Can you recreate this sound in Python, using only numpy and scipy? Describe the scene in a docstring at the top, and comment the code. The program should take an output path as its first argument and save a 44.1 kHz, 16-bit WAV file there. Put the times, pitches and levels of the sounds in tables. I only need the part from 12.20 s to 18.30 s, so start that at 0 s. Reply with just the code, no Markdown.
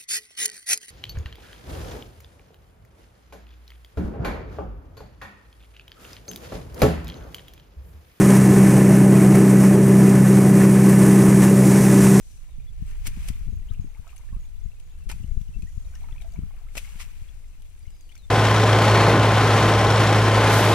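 """A wet cast net is hauled hand over hand out of a shallow river, while small birds call from the bank
and a breeze buffets the two ports of the microphone. About a second in, the mesh slaps the surface and
sheds a patter of spray; water drips, trickles and gurgles as trapped air rings. Near three seconds a
foot splashes and more bubbles follow. At four and a half the mesh slaps and sprays again, and one long
bird whistle slides down over the last drips."""
import sys
import numpy as np
from scipy import signal
from scipy.fft import rfft, irfft
from scipy.io import wavfile
from scipy.ndimage import uniform_filter1d

SR = 44100
rng = np.random.default_rng(int(sys.argv[2]) if len(sys.argv) > 2 else 0)


def materialize(psi):
    """Save the field psi as 16-bit PCM at rate SR to the path in sys.argv[1].

    A 1-D psi becomes a single channel; in a 2-D psi each row is a channel.
    """
    bounded = np.clip(np.atleast_2d(psi).T, -1, 1)
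    quanta = np.round(bounded * 32767).astype(np.int16)
    wavfile.write(sys.argv[1], SR, quanta)


N = 269010
TIME = np.arange(N) / SR
HZ = np.fft.rfftfreq(N, 1 / SR)

# Net or foot hitting the water. Each row: crest time in seconds, relative level in dB, rise, hold and
# fall in seconds, brightness in dB per octave, body of the plunge in dB.
SLAPS = [(0.857, -41.5, 0.0041, 0.0066, .008, -1.5, 1), (0.8701, -23.5, 0.0021, 0.0036, .004, 6.5, 6),
         (1.0877, -30.5, 0.0044, 0.0013, 0.0039, 4, 11), (2.891, -38, 0.0003, 0.0053, 0.02, 2.5, 3),
         (2.8984, -37, .0003, 0.0043, 0.0058, -2.5, -1), (2.9142, -33.5, 0.00056, 0.0027, 0.0045, 2, 0),
         (4.553, -39.5, 0.0012, 0.0034, 0.0099, -1.5, 7.5), (4.57, -31.5, 0.0015, 0.0066, 0.0039, 1, 6),
         (4.578, -26, 0.0012, 0.0051, 0.0036, 5.5, -4), (4.798, -39, 0.0022, 0.005, 0.0079, -3, -19),
         (4.808, -37.5, 0.0082, 0.0085, 0.02, 1, -15)]
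# Where a plunge adds body. Each row: frequency in Hz, share of the boost.
PLUNGE_BAND = [(550, 0.89), (1000, 0.11)]
# Showers off the lifted mesh. Each row: peak time in seconds, level in dB, rise and fall in seconds.
SHOWERS = [(.705, -55, 0.05, 0.079), (1.04, -49, 0.21, 0.16), (1.525, -59, .012, .018),
           (1.905, -55, .012, 0.019), (2.95, -56, 0.022, 0.09), (4.018, -53, .007, 0.014),
           (4.65, -50, 0.039, 0.26), (4.83, -59.5, .03, 0.32)]
# Swells of fine hiss: wet mesh sliding, or spray fizzing as it falls. Each row: middle in seconds,
# fizz level in dB, half length in seconds, swish level in dB.
HISS_SWELLS = [(.1, -55, 0.15, -59), (.69, -60, 0.04, -75), (1.95, -63, 0.33, -85), (3.05, -63, 0.24, -72),
               (3.635, -61, 0.46, -63.5), (4.607, -48.5, 0.071, -70), (5.75, -66.5, 0.73, -75)]
# Air pockets ringing as the net drains. Each row: start in seconds, pitch in Hz, level in dB, ring time
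# (t60) in seconds, share by which the pitch rises in that time.
BUBBLES = [(.399, 2400, -54, 0.032, 0.058), (1.512, 1260, -54.5, 0.13, .05),
           (1.749, 2150, -48.5, 0.023, .05), (1.755, 865, -55, 0.083, .2), (1.772, 1090, -55, 0.065, 1.6),
           (1.844, 950, -55, 0.11, .03), (1.864, 676, -56.5, 0.14, .05), (1.87, 1300, -45.5, 0.068, .03),
           (1.893, 2610, -47, 0.016, 0.33), (1.903, 2290, -54, 0.027, .3), (1.92, 2500, -53, 0.023, .05),
           (1.93, 1130, -49, 0.047, 0.65), (1.967, 2220, -49, 0.018, .05), (2.089, 1740, -48.5, .035, .15),
           (2.13, 1094, -50, 0.074, .03), (2.172, 1220, -56, .07, .1), (2.517, 2670, -56, 0.05, 0.033),
           (2.897, 600, -33, 0.0069, .05), (2.898, 1320, -38, 0.021, .05), (2.898, 2080, -37, 0.022, .05),
           (2.912, 2330, -38.5, 0.012, .05), (2.915, 900, -33, 0.02, .05), (2.926, 2500, -40, 0.018, .1),
           (3.036, 2890, -51.5, 0.045, .08), (3.422, 2520, -49, 0.035, .03), (3.739, 1520, -47, 0.04, .1),
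           (3.757, 1780, -49.5, 0.057, .03), (3.753, 2870, -49, 0.02, .03), (3.815, 723, -55, 0.1, .15),
           (3.839, 953, -48.5, 0.083, .01), (3.843, 2170, -52, .025, .1), (3.886, 904, -53, 0.12, .03),
           (3.887, 1270, -51.5, 0.055, .1), (3.957, 950, -51, .04, .3), (3.962, 2250, -49, .024, 0.18),
           (3.98, 2520, -46.5, 0.032, .05), (4.004, 2350, -48, 0.045, .03), (4.016, 2200, -51, 0.047, .03),
           (4.02, 700, -53, 0.06, .03), (4.045, 663, -48, 0.12, .08), (4.13, 672, -56, 0.18, 0.12),
           (4.16, 2260, -47.5, 0.025, .05), (4.155, 970, -54, .08, .03), (4.234, 1330, -54.5, 0.04, .05),
           (4.468, 1280, -54, 0.061, .3), (4.486, 2080, -50.5, 0.033, .15), (4.571, 580, -31.5, 0.013, .05),
           (4.579, 2580, -20, 0.0095, .05), (4.648, 2160, -45, 0.044, .05), (4.678, 2200, -45.5, .03, .05),
           (5.087, 3380, -49, 0.031, 0.051), (5.243, 2050, -57, 0.038, .05), (5.655, 2150, -52, 0.024, .03),
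           (5.899, 2925, -49.5, 0.037, .3), (5.9658, 2270, -44, 0.016, .05)]
# Drops landing. Each row: start in seconds, relative level in dB, plink pitch in Hz, spatter trim in dB.
DRIPS = [(.663, -51.5, 8270, -12), (.711, -50, 6030, -12), (1.5352, -51, 7000, 0), (1.866, -56, 2530, -3),
         (1.877, -47, 7100, -3), (1.9616, -41.5, 10400, -8), (1.967, -52, 8400, 4),
         (1.979, -38.5, 6220, -11), (1.9847, -49, 12500, -8), (2.599, -54, 2980, 5),
         (2.982, -50, 10100, -10), (3.213, -53.5, 3330, 3), (3.216, -50, 5740, -6), (3.4219, -49, 6800, 2),
         (3.648, -54, 3760, -12), (3.7524, -38, 5500, -12.5), (3.831, -51, 4100, -10),
         (3.924, -45, 3310, -10), (4.013, -50, 3770, 1), (4.0205, -47.5, 3550, -1), (4.121, -51.5, 4650, 0),
         (4.137, -46.5, 5900, -5), (5.027, -52, 8100, -10), (5.282, -53, 7370, -14),
         (5.4209, -51.5, 11230, 0), (5.519, -61, 8950, -12), (5.576, -62, 8900, -10),
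         (5.5917, -47.5, 9250, -16), (5.668, -51, 6100, -15), (5.678, -57, 2930, -15),
         (5.704, -50, 8350, -6), (5.709, -61, 7500, -7), (5.767, -55, 6330, -12),
         (5.8086, -46.5, 6440, -4.5), (5.892, -53, 2900, -2), (5.9183, -47, 2180, -5),
         (5.9235, -47, 3500, -10), (5.952, -51, 1520, -9), (5.954, -40, 5600, -10), (5.977, -49, 7530, 1.5)]
# Swirls around legs and net. Each row: middle in seconds, relative level in dB, half length in seconds.
SWIRLS = [(.22, -55, .05), (.72, -51, 0.069), (1, -52, 0.26), (1.55, -57.5, 0.18), (1.92, -55, 0.37),
          (2.78, -58.5, 0.18), (3.84, -54, 0.16), (4.17, -54.5, 0.79), (4.7, -55.5, 0.28)]
# Tone colours of the water. Each row: frequency in Hz, gain in dB.
SLAP_EQ = [(120, 1), (300, -6), (600, -1.5), (1300, 5), (2400, 6.5), (3500, 3), (5500, 8), (9500, 0.5),
           (12000, 0.5), (15500, -13.5)]
PATTER_EQ = [(200, -52), (500, -14), (1000, 1), (1700, 5), (2500, 4.5), (3500, -1.5), (5000, 2),
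             (9000, -4.5)]
FIZZ_EQ = [(1500, -25), (3200, -10), (5000, -3), (6500, 0), (9000, -5.5), (11500, -4.5), (15500, -21)]
SWISH_EQ = [(3500, -35), (5100, -16), (5900, 2), (6500, -6), (7500, -13), (9500, -12), (13000, -32)]  # strands cutting the water
SPATTER_EQ = [(300, -7), (1000, 1), (2500, 9), (4000, 10), (6000, 15.5), (10000, 10), (15500, 6.5)]
SLOSH_EQ = [(200, -54), (450, -3), (750, -8), (1300, -0.5), (2400, -6.5), (3600, -10.5), (6000, -15),
            (12000, -11.5)]

# Buzzy or thin trills. Each row: start and length in seconds, relative level in dB, notes per second,
# pitch in Hz, fall within a note in Hz.
TRILLS = [(1.292, 0.135, -58, 129, 6580, 2000), (1.59, 0.14, -58, 131, 6600, 2000),
          (2.186, 0.08, -61, 64, 6700, 600), (2.42, .17, -65.5, 64, 6850, 600),
          (2.604, 0.2, -63.5, 65, 6840, 600), (3.056, 0.18, -60, 64, 6840, 600),
          (3.452, 0.33, -60.5, 63.3, 6900, 600), (4.057, 0.15, -60, 122, 6730, 2000)]
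# Short chirps. Each row: start and length in seconds, relative level in dB, first, middle and last
# pitch in Hz.
CHIRPS = [(.07, 0.077, -69, 4150, 4080, 4070), (.29, 0.05, -68, 3920, 3680, 3600),
          (.465, 0.043, -62.5, 3350, 3444, 3330), (1.12, 0.027, -61, 2930, 3400, 4020),
          (1.48, 0.032, -57.5, 2560, 3360, 4180), (1.538, 0.016, -58.5, 2250, 2650, 3500),
          (2.351, 0.032, -65.5, 3020, 3780, 4350), (2.681, 0.045, -64, 2540, 3320, 4050),
          (2.81, 0.075, -67, 2580, 2690, 2780), (3.327, 0.045, -64, 2760, 2670, 2860),
          (3.445, 0.065, -68, 1550, 1890, 2080)]
# The arch of the long whistle. Each row: time in seconds, pitch in Hz, relative level in dB.
WHISTLE = [(5.595, 4470, -82), (5.63, 4800, -66), (5.665, 4950, -69), (5.735, 4970, -70),
           (5.775, 4970, -62), (5.855, 4610, -52.5), (5.89, 4520, -74), (5.96, 4640, -68),
           (6.003, 3950, -56), (6.045, 3620, -62), (6.09, 3280, -83)]

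# Strength of the breeze at each port. Each row: time in seconds, level in dB.
BREEZE_LEFT = [(0, -44), (.52, -38), (.62, -28.5), (.76, -31.5), (.85, -28), (1.62, -29), (1.9, -43),
               (2.15, -39), (2.45, -30), (2.58, -42.5), (3, -27), (3.35, -35.5), (3.7, -32.5), (4.2, -30.5),
               (4.35, -35.5), (4.6, -32.5), (5.92, -42), (6.1, -33.5)]
BREEZE_RIGHT = [(0, -40), (.27, -37), (.45, -33), (1.1, -30), (1.62, -36.5), (1.76, -45.5), (2.06, -33.5),
                (2.16, -27), (2.3, -41.5), (2.9, -35), (3.15, -41), (3.35, -36), (3.95, -35.5),
                (4.3, -36.5), (5.1, -40.5), (6.1, -46)]
# Strong eddies striking a port. Each row: time in seconds, level in dB, nominal half width in seconds,
# left minus right in dB, wake relative to the thump in dB.
EDDIES = [(0.388, -27, 0.003, -41, -12), (0.625, -15, 0.0031, 34, -21.5), (0.884, -20, 0.0032, 27, -14),
          (.973, -27.5, 0.0027, 5, -4.5), (1.104, -11, 0.0029, 30, -19.5), (1.215, -20, 0.0048, 16, -26),
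          (1.288, -12, 0.0043, 37, -13.5), (1.332, -14.5, 0.0041, 35, -20), (1.373, -15.5, 0.0056, 25, -35),
          (1.514, -13, 0.0049, 26, -21.5), (1.599, -13, 0.0037, 34, -25), (1.646, -22.5, 0.0018, 27, -7),
          (1.797, -21, 0.0048, 29, -26), (2.129, -19.5, 0.0032, 23, -29), (2.168, -19.5, 0.0038, 27, -16),
          (2.353, -24.5, 0.0081, 18, -24), (2.462, -16.5, 0.0051, 18, -23.5), (2.873, -17.5, 0.01, 28, -17),
          (2.939, -23, 0.0057, 22, -14.5), (3.008, -19, 0.0038, 26, -19), (3.045, -17.5, 0.0028, 27, -21),
          (3.086, -17, 0.0058, 27, -29), (3.119, -12.5, 0.0067, 28, -27), (3.177, -9.5, 0.0056, 37, -21.5),
          (3.215, -17.5, 0.0033, 30, -36), (3.293, -22.5, 0.0034, 18, -18), (3.371, -15, 0.008, 35, -16),
          (3.391, -26.5, 0.0025, 27, -18), (3.434, -23, 0.003, 33, -11), (3.579, -15, 0.0043, 27, -26),
          (3.927, -20.5, 0.0055, 15, -24), (4.191, -13, 0.0026, 39, -15.5),
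          (4.236, -16.5, 0.0032, 34, -11.5), (4.758, -23, 0.004, 28, -21), (5.023, -22.5, 0.0049, 27, -27),
          (5.678, -21.5, 0.0058, 28, -29)]
# Tone colours of the wind, the riverside air and the ports. Each row: frequency in Hz, gain in dB.
RUMBLE_EQ = [(10, -3.5), (22, 9.5), (35, -1), (55, -2.5), (80, -11), (120, -20.5), (250, -60)]
FLUTTER_EQ = [(50, 0.5), (95, 4), (140, 3), (200, -6), (300, -19.5), (500, -31.5), (1000, -82)]
AIR_EQ = [(30, 6), (100, 9.5), (250, -3), (450, -5), (900, -7.5), (2000, -28), (4000, -8.5), (9000, -25),
          (15500, -17.5)]
LEFT_PORT_EQ = [(300, 0), (1100, -1.5), (1700, -3), (2300, 4.5), (2800, 4), (3600, -0.5), (5000, -7.5),
                (8000, -3.5), (15000, -6.5)]  # has a cavity resonance
RIGHT_PORT_EQ = [(300, 1), (1100, -3), (1600, -3.5), (2200, -5), (3000, -6), (3700, -7.5), (5000, -9.5),
                 (8000, -6), (15000, -6)]
# Stereo image of a wide source. 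Each row: frequency in Hz, left-right correlation.
CORRELATION = [(50, 0.23), (300, 0.86), (700, 0.34), (1400, 0.15), (3000, 0.1), (7000, 0.44),
               (15000, 0.068)]


def slaps():
    """A dense burst of impacts swells, holds while the mesh closes on the water, and dies in a wash."""
    out, t = np.zeros((2, N)), np.arange(-4096, 4096) / SR
    hz = np.fft.rfftfreq(len(t), 1 / SR)
    octaves = np.log2(np.maximum(hz, 400) / 3000)
    for s, db, rise, hold, fall, brightness, body_db in SLAPS:
        held = t - np.clip(t, 0, hold)
        hit = crest(held, rise, fall)
        wash = gain_of(-9) * crest(held, 4 * rise, fall=0.013)
        colour_db = curve_at(SLAP_EQ, hz) + body_db * curve_at(PLUNGE_BAND, hz)
        for envelope, db_per_octave in (hit, brightness), (wash, 2):
            impacts = droplets(per_s=2900, spread_db=3.5, mist=0.18, size=len(t), focus=0.2)
            burst = shaped(impacts, gain_of(colour_db + db_per_octave * octaves))
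            add(out, s + t[0], gain_of(db + 0.5) * burst * envelope)
    return out


def spray():
    """Drops off the mesh patter down, trapping small bubbles; falling spray and sliding mesh hiss."""
    showers = [gain_of(db) * crest(TIME - s, rise, fall) for s, db, rise, fall in SHOWERS]
    shower = np.linalg.norm(showers, axis=0)
    patter = np.hypot(shower, gain_of(-66.5))  # the net never stops running with water
    hiss = swells([row[:3] for row in HISS_SWELLS], floor_db=-63.5)
    fizz = np.hypot(gain_of(-1.5) * shower, hiss)
    swish = swells([(s, db, half) for s, _, half, db in HISS_SWELLS], floor_db=-90)
    strands = unit_rms(coloured(droplets(per_s=2500, spread_db=2.5, mist=0.93), SWISH_EQ))
    drops = unit_rms(coloured(droplets(per_s=900, spread_db=2.5, mist=0.6), PATTER_EQ))
    trapped_air = froth(low_hz=1519, high_hz=3970, spread_db=7, t60=0.028, count=1400)
    fine = unit_rms(coloured(droplets(per_s=1400, spread_db=2.5, mist=0.98), FIZZ_EQ))
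    coarse = unit_rms(drops + 0.19 * trapped_air) * waver(depth_db=0.15, size=700)
    return patter * coarse + fizz * fine * waver(depth_db=0.8, size=500) + swish * strands


def gurgles():
    """Each larger bubble closes with a wet smack, rings, and breaks off two weaker neighbours."""
    out, t = np.zeros((2, N)), np.arange(2048) / SR
    bins = np.fft.rfftfreq(len(t), 1 / SR)
    for (s, hz, db, t60, glide), neighbours in zip(BUBBLES, rng.random((len(BUBBLES), 2, 4))):
        add(out, s, gain_of(db) * bubble(hz, t60, glide, (neighbours[1, 3] - .5) * hz / 1500))
        ring_band = np.exp(-np.log2((bins + 1) / hz) ** 2 / 0.5)  # about an octave wide
        smack = shaped(droplets(per_s=1500, spread_db=5, mist=0.78, size=len(t)), ring_band)
        add(out, s, gain_of(db - 16) * smack * crest(t - .001, rise=0.00055, fall=0.0072))
        for late, pitch, softness, place in neighbours:
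            small = bubble(hz * 2 ** (.9 * pitch - .4), 0.38 * t60, 0.14, (place - .5) * hz / 1000)
            add(out, s + 0.024 * late - .005, gain_of(db - 7.5 - 1.9 * softness) * small)
    return out


def drips(plink_t60=0.021):
    """A drop lands with a crisp spatter, and the hollow it punches plinks with a rising pitch."""
    out, t = np.zeros((2, N)), np.arange(2048) / SR
    colour = gain_of(curve_at(SPATTER_EQ, np.fft.rfftfreq(len(t), 1 / SR)))
    snap = crest(t - .0005, rise=0.00052, fall=0.0034)
    for (s, db, hz, spatter_db), (place, late, detune) in zip(DRIPS, rng.random((len(DRIPS), 3))):
        spatter = shaped(droplets(per_s=2700, spread_db=2, mist=0.87, size=len(t)), colour)
        plink = bubble(hz, plink_t60, 0.084, 3 * (place - .5))
        second_plink = bubble(hz * (.85 + 0.313 * detune), plink_t60, .12, 3 * (.5 - place))
        add(out, s, gain_of(db + spatter_db + 3.5) * spatter * snap)
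        add(out, s, gain_of(db + 0.5) * plink)
        add(out, s + .004 * late, gain_of(db - 3) * second_plink)
    return out


def trickle():
    """Slosh with stray bubbles and tiny drops; bubble clusters join in where the water swirls hard."""
    stir = swells(SWIRLS, floor_db=-61.5)
    bubbling = froth(low_hz=600, high_hz=3600, spread_db=16, t60=.024, count=1400)
    clusters = unit_rms(bubbling * waver(depth_db=4, size=900)) * np.sqrt(stir / stir.max())
    slosh = unit_rms(coloured(droplets(per_s=500, spread_db=2.5, mist=0.66), SLOSH_EQ))
    strays = gain_of(-76.5) * froth(low_hz=1492, high_hz=4250, spread_db=2, t60=0.065, count=140)
    ticks = gain_of(-71.5) * froth(low_hz=4480, high_hz=13500, spread_db=11, t60=0.018, count=500)
    return stir * (gain_of(-14.5) * clusters + gain_of(-8.5) * slosh) + strays + ticks


def droplets(per_s, spread_db, mist, size=N, focus=0):
    """Random impacts of very unequal strength over a mist of tiny ones, at both ports."""
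    strength = gain_of(spread_db * np.minimum(rng.exponential(1, (2, size)), 4))
    hits = strength * rng.choice([-1, 1], (2, size)) * (rng.random((2, size)) < per_s / SR)
    return stereo_image(unit_rms(hits) + mist * rng.standard_normal((2, size)), focus)


def bubble(hz, t60, glide, port_phase):
    """A pocket of air rings and rises in pitch as it nears the surface."""
    t = np.arange(int(t60 * SR) + 8) / SR
    phase = 2 * np.pi * hz * (t + glide * t ** 2 / (2 * t60))
    envelope = np.exp(-np.log(1000) * t / t60) * (1 - np.exp(-t / 0.00012))
    return np.sin([phase + port_phase, phase]) * envelope


def froth(low_hz, high_hz, spread_db, t60, count):
    """A steady crowd of bubbles of random size, strength and place; large ones ring longer."""
    out = np.zeros((2, N))
    for when, pitch, strength, length, glide, place in rng.random((count, 6)):
        hz = low_hz * (high_hz / low_hz) ** pitch
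        ring_s = t60 * (.5 + length) * (2000 / hz) ** 0.25
        ring = bubble(hz, ring_s, 0.3 * glide, (place - .5) * hz / 700)
        add(out, when * N / SR, gain_of(spread_db * strength ** 2) * ring)
    return unit_rms(out)


def birds():
    """Trills of quick falling notes, short chirps and one arching whistle from the far bank."""
    out = np.zeros((1, N))
    for s, length, db, rate, hz, fall in TRILLS:
        t = np.arange(int(length * SR)) / SR
        note = (t * rate) % 1
        envelope = abs(np.sin(np.pi * note)) ** 2.6 * signal.windows.tukey(len(t), .3)
        add(out, s, gain_of(db) * envelope * bird_tone(hz + fall * (.5 - note), jitter=500, size=60))
    for s, length, db, *pitches in CHIRPS:
        progress = np.linspace(0, 1, int(length * SR))
        pitch = np.polyval(np.polyfit([0, .5, 1], pitches, 2), progress)
        envelope = signal.windows.tukey(len(pitch), .7)
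        add(out, s, gain_of(db) * envelope * bird_tone(pitch, jitter=350, size=100))
    s, hz, db = np.transpose(WHISTLE)
    t = np.arange(s[0], s[-1], 1 / SR)
    add(out, s[0], gain_of(np.interp(t, s, db)) * bird_tone(np.interp(t, s, hz), jitter=250, size=100))
    calls = out * waver(depth_db=4, size=600)  # moving air makes far calls waver
    return gain_of(-0.5) * (calls + gain_of(-6) * bank_echo(calls))


def bird_tone(hz, jitter, size):
    """A sine follows a pitch line, roughened by noise smoothed over size samples."""
    pitch = hz + jitter * uniform_filter1d(rng.standard_normal(len(hz)), size)
    return np.sin(2 * np.pi * np.cumsum(pitch) / SR)


def wind(ripples_per_s=14):
    """The breeze rumbles in each port and flutters raggedly as it stiffens, with eddies on top."""
    breeze = gain_of([np.interp(TIME, *np.transpose(port)) for port in (BREEZE_LEFT, BREEZE_RIGHT)])
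    flutter = gain_of(-52.5) * (breeze / gain_of(-31)) ** 1.62  # grows faster than the rumble
    buffets = np.array([unit_rms(waver(depth_db=1, size=3500)) for port in breeze])
    rumble = breeze * buffets * turbulence(RUMBLE_EQ, steadiness=0.62)
    small_eddies = rng.uniform(-1.3, 1, (2, N)) * (rng.random((2, N)) < ripples_per_s / SR)
    ripples = gain_of(-11) * flutter * unit_rms(coloured(small_eddies, FLUTTER_EQ))
    thumps, wakes = eddies()
    ragged = turbulence(FLUTTER_EQ, steadiness=0.78) * waver(depth_db=3, size=600)
    return rumble + ripples + thumps + (flutter + wakes) * ragged


def eddies():
    """The lopsided low-pressure core of a vortex thumps a port; gives thumps and wake envelopes."""
    thumps, wakes = np.zeros((2, 2, N))
    t = np.arange(-4096, 4096) / SR
    spread = np.exp(-(t / 0.036) ** 2)
    for (s, db, width, pan_db, wake_db), skew in zip(EDDIES, rng.uniform(-1.1, 1, len(EDDIES))):
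        passage = t / (1.1 * width)
        suction = -(1 + skew * passage) * (1 + passage ** 2) ** -3
        thump = suction - suction.sum() * spread / spread.sum()  # no net pressure
        ports = np.array([[gain_of(pan_db)], [1]])
        strength = gain_of(db) * ports / np.linalg.norm(ports)
        add(thumps, s + t[0], strength * thump)
        add(wakes, s + t[0], strength * gain_of(wake_db) * crest(t, rise=0.011, fall=0.013))
    return thumps, wakes


def turbulence(eq, steadiness):
    """Low noise, unrelated at the two ports, with its slow swings partly evened out."""
    noise = coloured(rng.standard_normal((2, N)), eq)
    power = abs(uniform_filter1d(noise ** 2, 4000, axis=1)) + 1e-20
    return unit_rms(noise / power ** (steadiness / 2))


def open_air():
    """A faint, steady bed of riverside air."""
    return gain_of(-62) * unit_rms(coloured(stereo_image(rng.standard_normal((2, N))), AIR_EQ))


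def bank_echo(x):
    """A brief diffuse echo from the water and the bank."""
    t = np.arange(SR // 4) / SR
    tail = rng.standard_normal((2, len(t))) * np.exp(-t / 0.017) * (t > .004)
    return signal.fftconvolve(x, tail / np.linalg.norm(tail[0]), axes=1)[:, :N]


def stereo_image(x, focus=0, lag_s=0.000222, lag_from_hz=2980):
    """Makes two noises partly alike, treble later on the left; focus narrows them toward one spot."""
    hz = np.fft.rfftfreq(x.shape[-1], 1 / SR)
    common, separate = rfft(x)
    likeness = np.clip(1 - (1 - focus) * (1 - curve_at(CORRELATION, hz)), 0, 1)
    treble = hz ** 6 / (hz ** 6 + lag_from_hz ** 6)
    left = common * np.exp(-2j * np.pi * hz * lag_s * treble)
    right = likeness * common + np.sqrt(1 - likeness ** 2) * separate
    return irfft(np.array([left, right]), x.shape[-1])


def waver(depth_db, size):
    """A gain that wanders at random over about size samples."""
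    drift = uniform_filter1d(uniform_filter1d(rng.standard_normal(N), size), size // 2)
    return gain_of(depth_db * unit_rms(drift))


def swells(rows, floor_db):
    """A gain that swells and sinks once per row, above a steady floor."""
    power = sum(gain_of(db) ** 2 * np.exp(-2 * ((TIME - s) / half) ** 2) for s, db, half in rows)
    return np.sqrt(power + gain_of(floor_db) ** 2)


def crest(t, rise, fall):
    """An envelope that grows to 1 at t = 0 and dies away."""
    return np.exp(-abs(t) / np.where(t < 0, rise, fall))


def coloured(x, eq):
    """Runs a full-length track through an EQ curve."""
    return irfft(rfft(x) * gain_of(curve_at(eq, HZ)), N)


def shaped(burst, gains):
    """Filters a short burst with one gain per frequency bin, then scales it to rms 1."""
    return unit_rms(irfft(rfft(burst) * gains))


def curve_at(points, hz):
    """Reads a curve on a log-frequency axis."""
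    point_hz, values = np.transpose(points)
    return np.interp(np.log(hz + 1), np.log(point_hz), values)


def gain_of(db):
    """Decibels to a factor."""
    return 10 ** (np.asarray(db) / 20)


def unit_rms(x):
    """Scales to rms 1."""
    return x / np.sqrt(np.mean(x ** 2) + 1e-20)


def add(mix, s, sound):
    """Mixes a sound in at s seconds."""
    part = mix[..., max(round(s * SR), 0):][..., :sound.shape[-1]]
    part += sound[..., :part.shape[-1]]


def scene():
    """Water up front, with a touch of echo on gurgles and drips; birds, air and wind around it."""
    air = open_air()
    plinks = gurgles() + drips()
    water = slaps() + spray() + trickle() + plinks + gain_of(-13) * bank_echo(plinks)
    return water + birds() + air + wind()


def record(dry):
    """Each microphone port colours its side, then a steep low-pass trims the top."""
    heard = np.array([coloured(dry[0], LEFT_PORT_EQ), coloured(dry[1], RIGHT_PORT_EQ)])
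    low_pass = signal.firwin(511, cutoff=15700, window=("kaiser", 9), fs=SR)
    return signal.oaconvolve(heard, low_pass[None], "same")


dry = scene()
out = record(dry)
materialize(out)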